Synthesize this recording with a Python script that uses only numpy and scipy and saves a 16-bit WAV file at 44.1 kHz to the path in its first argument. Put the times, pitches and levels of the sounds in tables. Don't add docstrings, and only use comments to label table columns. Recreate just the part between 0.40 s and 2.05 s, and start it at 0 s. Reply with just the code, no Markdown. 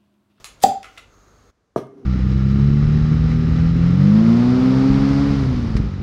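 import sys
import numpy as np
from scipy import signal
from scipy.fft import rfft, irfft
from scipy.io import wavfile

SR = 44100
rng = np.random.default_rng(int(sys.argv[2]) if len(sys.argv) > 2 else 0)


def to_wav(s):
    ch = np.atleast_2d(s).T
    pcm = np.round(np.clip(ch, -1, 1) * 32767)
    wavfile.write(sys.argv[1], SR, pcm.astype(np.int16))


N = 72765
T = np.arange(N) / SR
NECK_S = .2381
# (frequency [Hz], level [dB])
CLINK_COLOUR = [(300, -2.5), (1700, 8.5), (3000, 2), (4800, -2), (5900, 2.5), (7500, -12.5), (11000, -9.5),
                (16000, -24)]


def undb(db):
    return 10 ** (np.asarray(db) / 20)


def unit(x):
    return x / np.sqrt(np.mean(x ** 2))


def over_hz(points, hz):
    f, v = np.array(points, float).T
    return np.interp(np.log(np.maximum(hz, 1)), np.log(f), v)


def curve(points):
    s, db = np.array(points, float).T
    return undb(np.interp(T, s, db)) * (T >= s[0])


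def fade(start, decay):
    return (T >= start) * np.exp(-np.maximum(T - start, 0) / decay)


def noise(colour):
    gain = undb(over_hz(colour, np.arange(N // 2 + 1) * SR / N))
    return unit(irfft(rfft(rng.standard_normal(N)) * gain, N))


def coloured(x, colour):
    gain = unit(undb(over_hz(colour, np.arange(N + 1) * SR / (2 * N))))
    cepstrum = irfft(np.log(gain))[:N]
    minimum_phase = np.exp(2 * rfft(cepstrum, 2 * N) - cepstrum[0])
    return irfft(rfft(x, 2 * N) * minimum_phase)[:N]


def burst(colour, envelope):
    return coloured(rng.standard_normal(N) * envelope, colour)


def resonate(x, hz, width, passes=1):
    for _ in range(passes):
        x = signal.lfilter(*signal.iirpeak(hz, hz / width, fs=SR), x)
    return x


def ring(modes, start):
    return sum((-1) ** k * undb(db) * np.sin(2 * np.pi * hz * (T - start))
               * fade(start, t60 / np.log(1000)) for k, (hz, db, t60) in enumerate(modes))


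def kitchen():
    # (frequency [Hz], t60 [s])
    decay_times = [(100, 0.32), (400, .27), (900, 0.3), (2000, 0.32), (5000, 0.29), (9000, 0.19),
                   (15000, .2)]
    delay_s, build_s = .002, .003
    build = 1 - np.exp(-np.maximum(T - delay_s, 0) / build_s)
    hz, response = np.arange(N // 2 + 1) * SR / N, 0
    for low in 41 * np.sqrt(2) ** np.arange(18):
        inside = (hz >= low) & (hz < low * np.sqrt(2))
        band = irfft(rfft(rng.standard_normal(N)) * inside, N)
        band *= build * fade(0, over_hz(decay_times, low) / np.log(1000))
        response += band * np.sqrt(inside.mean() / np.sum(band ** 2))
    return response


def at_mic(x, room, room_db):
    return x + undb(room_db) * signal.fftconvolve(x, room)[:N]


def room_air():
    # (frequency [Hz], relative level [dB])
    air_colour = [(15, -27), (25, -4.5), (64, -2), (352, -10), (425, -8), (880, -17), (1220, -14.5),
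                  (2730, -27.5), (6470, -28.5), (7820, -35.5), (15800, -49.5)]
    return undb(-55) * noise(air_colour)


def mains_hum():
    # (frequency [Hz], rms level [dB])
    partials = [(49, -60.5), (99, -64.5)]
    return sum(np.sqrt(2) * undb(db) * np.sin(2 * np.pi * (hz * T + rng.random())) for hz, db in partials)


def hands():
    # (time [s], level [dB])
    rustle_levels = [(0, -53), (.04, -58), (.2, -67.5), (.55, -57.5), (.65, -67), (.72, -98)]
    # (frequency [Hz], level [dB])
    rustle_colour = [(150, 3), (1300, 0.5), (3000, -5), (6500, -5), (10000, -18.5), (16000, -18.5)]
    return noise(rustle_colour) * curve(rustle_levels)


def metal_ticks(room):
    # (time [s], level [dB], decay [s], dull above [Hz], room send [dB])
    contacts = [(0.0439, -25.5, 0.0021, 9000, 1.5), (0.2027, -49, 0.0037, 8000, 6),
                (0.2156, -40, .003, 4000, 16), (0.4299, -31, 0.0034, 2940, -1.5),
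                (0.4436, -26, 0.0029, 1090, 2), (.566, -46, 0.0039, 2510, -7),
                (.575, -35, 0.0045, 2800, -6), (0.579, -34.5, 0.0072, 3214, -3)]
    # (frequency [Hz], level [dB])
    tick_colour = [(200, -28.5), (700, -6), (1600, -6), (2200, 0.5), (3700, 1), (4800, -3), (7000, -0.5),
                   (12000, -5.5), (16000, -19)]
    # (frequency [Hz], width [Hz], gain [dB])
    cap_modes = [(654, 100, 12), (1350, 370, 10.5), (2020, 99, 10.5), (2780, 110, -1)]
    cap_free_s = .3
    direct = send = 0
    for s, db, decay, dull_hz, room_db in contacts:
        grit = rng.standard_normal(N) * fade(s, decay) * undb(db)
        contact = signal.lfilter(*signal.butter(1, dull_hz, fs=SR), grit)
        direct += contact
        send += undb(room_db) * contact
    ticks = coloured(direct + signal.fftconvolve(send, room)[:N], tick_colour)
    loose = ticks * (T > cap_free_s)
    return ticks + sum(undb(db) * resonate(loose, hz, width) for hz, width, db in cap_modes)


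def gas_spurt(room):
    # (frequency [Hz], level [dB])
    gas_colour = [(200, -6), (900, -2.5), (1800, -10), (3000, -5.5), (5000, -3.5), (7000, -3),
                  (10000, -4.5), (15000, -7.5)]
    leak_s, peak_s, rise_s, fall_s = .222, .2368, .0066, .0012
    flow = (T >= leak_s) * np.exp(np.minimum((T - peak_s) / rise_s, (peak_s - T) / fall_s))
    return at_mic(undb(-20.5) * burst(gas_colour, flow), room, room_db=-3)


def cap_crack(room):
    # (frequency [Hz], level [dB])
    crack_colour = [(300, -10), (1300, -1), (1900, -0.5), (2500, -1.5), (4000, -1), (4700, 1.5),
                    (5700, -9.5), (7000, 1.5), (9000, -9.5), (15000, -20)]
    crack = undb(-12) * burst(crack_colour, fade(start=.2366, decay=.0026))
    return at_mic(crack, room, room_db=0)


def jolt(room):
    # (frequency [Hz], level [dB], t60 [s])
    thump_modes = [(87, -26, 0.11), (208.6, -16, 0.13), (265, -16.5, 0.11), (423, -16, .06),
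                   (598.3, -14.5, 0.19)]
    return at_mic(ring(thump_modes, NECK_S), room, room_db=-1)


def neck_tone(start, attack_s):
    pitch_hz, flat_hz, settle_s = 798.6, 119.4, .004
    hold_s, release_s = .0105, .0045
    age = np.maximum(T - start, 0)
    cycles = pitch_hz * age - flat_hz * settle_s * (1 - np.exp(-age / settle_s))
    swing = np.minimum(age / attack_s, 1) * np.exp(-np.maximum(age - hold_s, 0) / release_s)
    return undb(2.5) * swing * np.sin(2 * np.pi * cycles)


def pop(room):
    # (frequency [Hz], level [dB], t60 [s])
    after_ring = [(770.5, -20, 0.49), (700.4, -8.5, .17), (649, -18, .12)]
    # (delay [s], relative level [dB])
    walls = [(.0205, -15.5), (.074, -13.5), (.114, -23), (.128, -25)]
    direct = neck_tone(NECK_S, attack_s=.0019)
    echoes = sum(undb(db) * neck_tone(NECK_S + delay, attack_s=.005) for delay, db in walls)
    return at_mic(direct, room, room_db=-6.5) + echoes + ring(after_ring, NECK_S)


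def fizz():
    # (time [s], relative level [dB])
    swell = [(.64, -18), (.73, 0.5), (.88, 0), (1.1, -4.5)]
    # (frequency [Hz], width per pass [Hz], level [dB])
    bands = [(1264, 280, -63), (4200, 1000, -73.5), (6520, 600, -66.5), (13500, 5900, -80.5)]
    hiss = sum(undb(db) * unit(resonate(rng.standard_normal(N), hz, width, passes=2))
               for hz, width, db in bands)
    return hiss * curve(swell)


def knock(room):
    # (time [s], relative thud level [dB], relative clink level [dB])
    landings = [(1.3605, 0, -1), (1.3765, -11.5, -2), (1.413, -28, -20.5)]
    # (frequency [Hz], level [dB], t60 [s])
    counter_modes = [(139.4, -19, 0.071), (227, -11.5, 0.039), (395, -2.5, 0.034), (665, -2.5, 0.032),
                     (955, -6, 0.016), (1200, -6, 0.032), (1705, -19, 0.037)]
    # (frequency [Hz], level [dB], t60 [s])
    glass_modes = [(2134, -56.5, 0.58), (2643, -57, 0.14), (5770, -54, 0.13), (8667, -59, 0.31),
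                   (10890, -64, 0.25), (11800, -65, 0.23)]
    low_cut_hz = 70
    push = fade(0, decay=.00056)
    counter = sum(undb(db) * ring(counter_modes, s) for s, db, _ in landings)
    thud = signal.fftconvolve(counter, push / push.sum())[:N]
    thud = signal.lfilter(*signal.butter(2, low_cut_hz, "high", fs=SR), thud)
    strikes = sum(undb(db) * fade(s, decay=.015) for s, _, db in landings)
    clink = undb(-41.5) * burst(CLINK_COLOUR, strikes)
    return at_mic(thud + clink, room, room_db=-7) + ring(glass_modes, landings[0][0])


def slide():
    # (time [s], level [dB])
    rubbing = [(1.47, -48), (1.522, -44), (1.56, -43.5), (1.585, -39.5), (1.62, -41), (1.65, -41.5)]
    # (frequency [Hz], half-width per pass [Hz], relative gain [dB])
    rumble_modes = [(135, 35, -7), (268, 37, 3), (399, 24, 3), (643, 69, -18.5), (1130, 180, -26)]
    slips_per_s, grit_db = 1900, -30.5
    slips = (rng.random(N) < slips_per_s / SR) * rng.standard_normal(N)
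    rumble = sum(undb(db) * resonate(slips, hz, 2 * half, passes=2) for hz, half, db in rumble_modes)
    return (unit(rumble) + undb(grit_db) * noise(CLINK_COLOUR)) * curve(rubbing)


def scene():
    room = kitchen()
    drop_s, fade_s, air_drop_db = 1.103, .013, -14
    dropped = np.clip((T - drop_s) / fade_s, 0, 1)
    background = room_air() * undb(air_drop_db * dropped) + (mains_hum() + hands() + fizz()) * (1 - dropped)
    opening = metal_ticks(room) + gas_spurt(room) + cap_crack(room) + jolt(room) + pop(room)
    return (background + opening + knock(room) + slide())[None]


def record(dry):
    release_s, top_hz = .26, 15750
    over_db = 20 * np.log10(np.maximum(np.abs(dry), 1))
    recovery = np.exp(-T / release_s)
    reduction_db = np.maximum.accumulate(over_db / recovery, axis=-1) * recovery
    top_cut = signal.ellip(10, .1, 80, top_hz, fs=SR, output="sos")
    return signal.sosfilt(top_cut, dry * undb(-reduction_db))


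dry = scene()
out = record(dry)
to_wav(out)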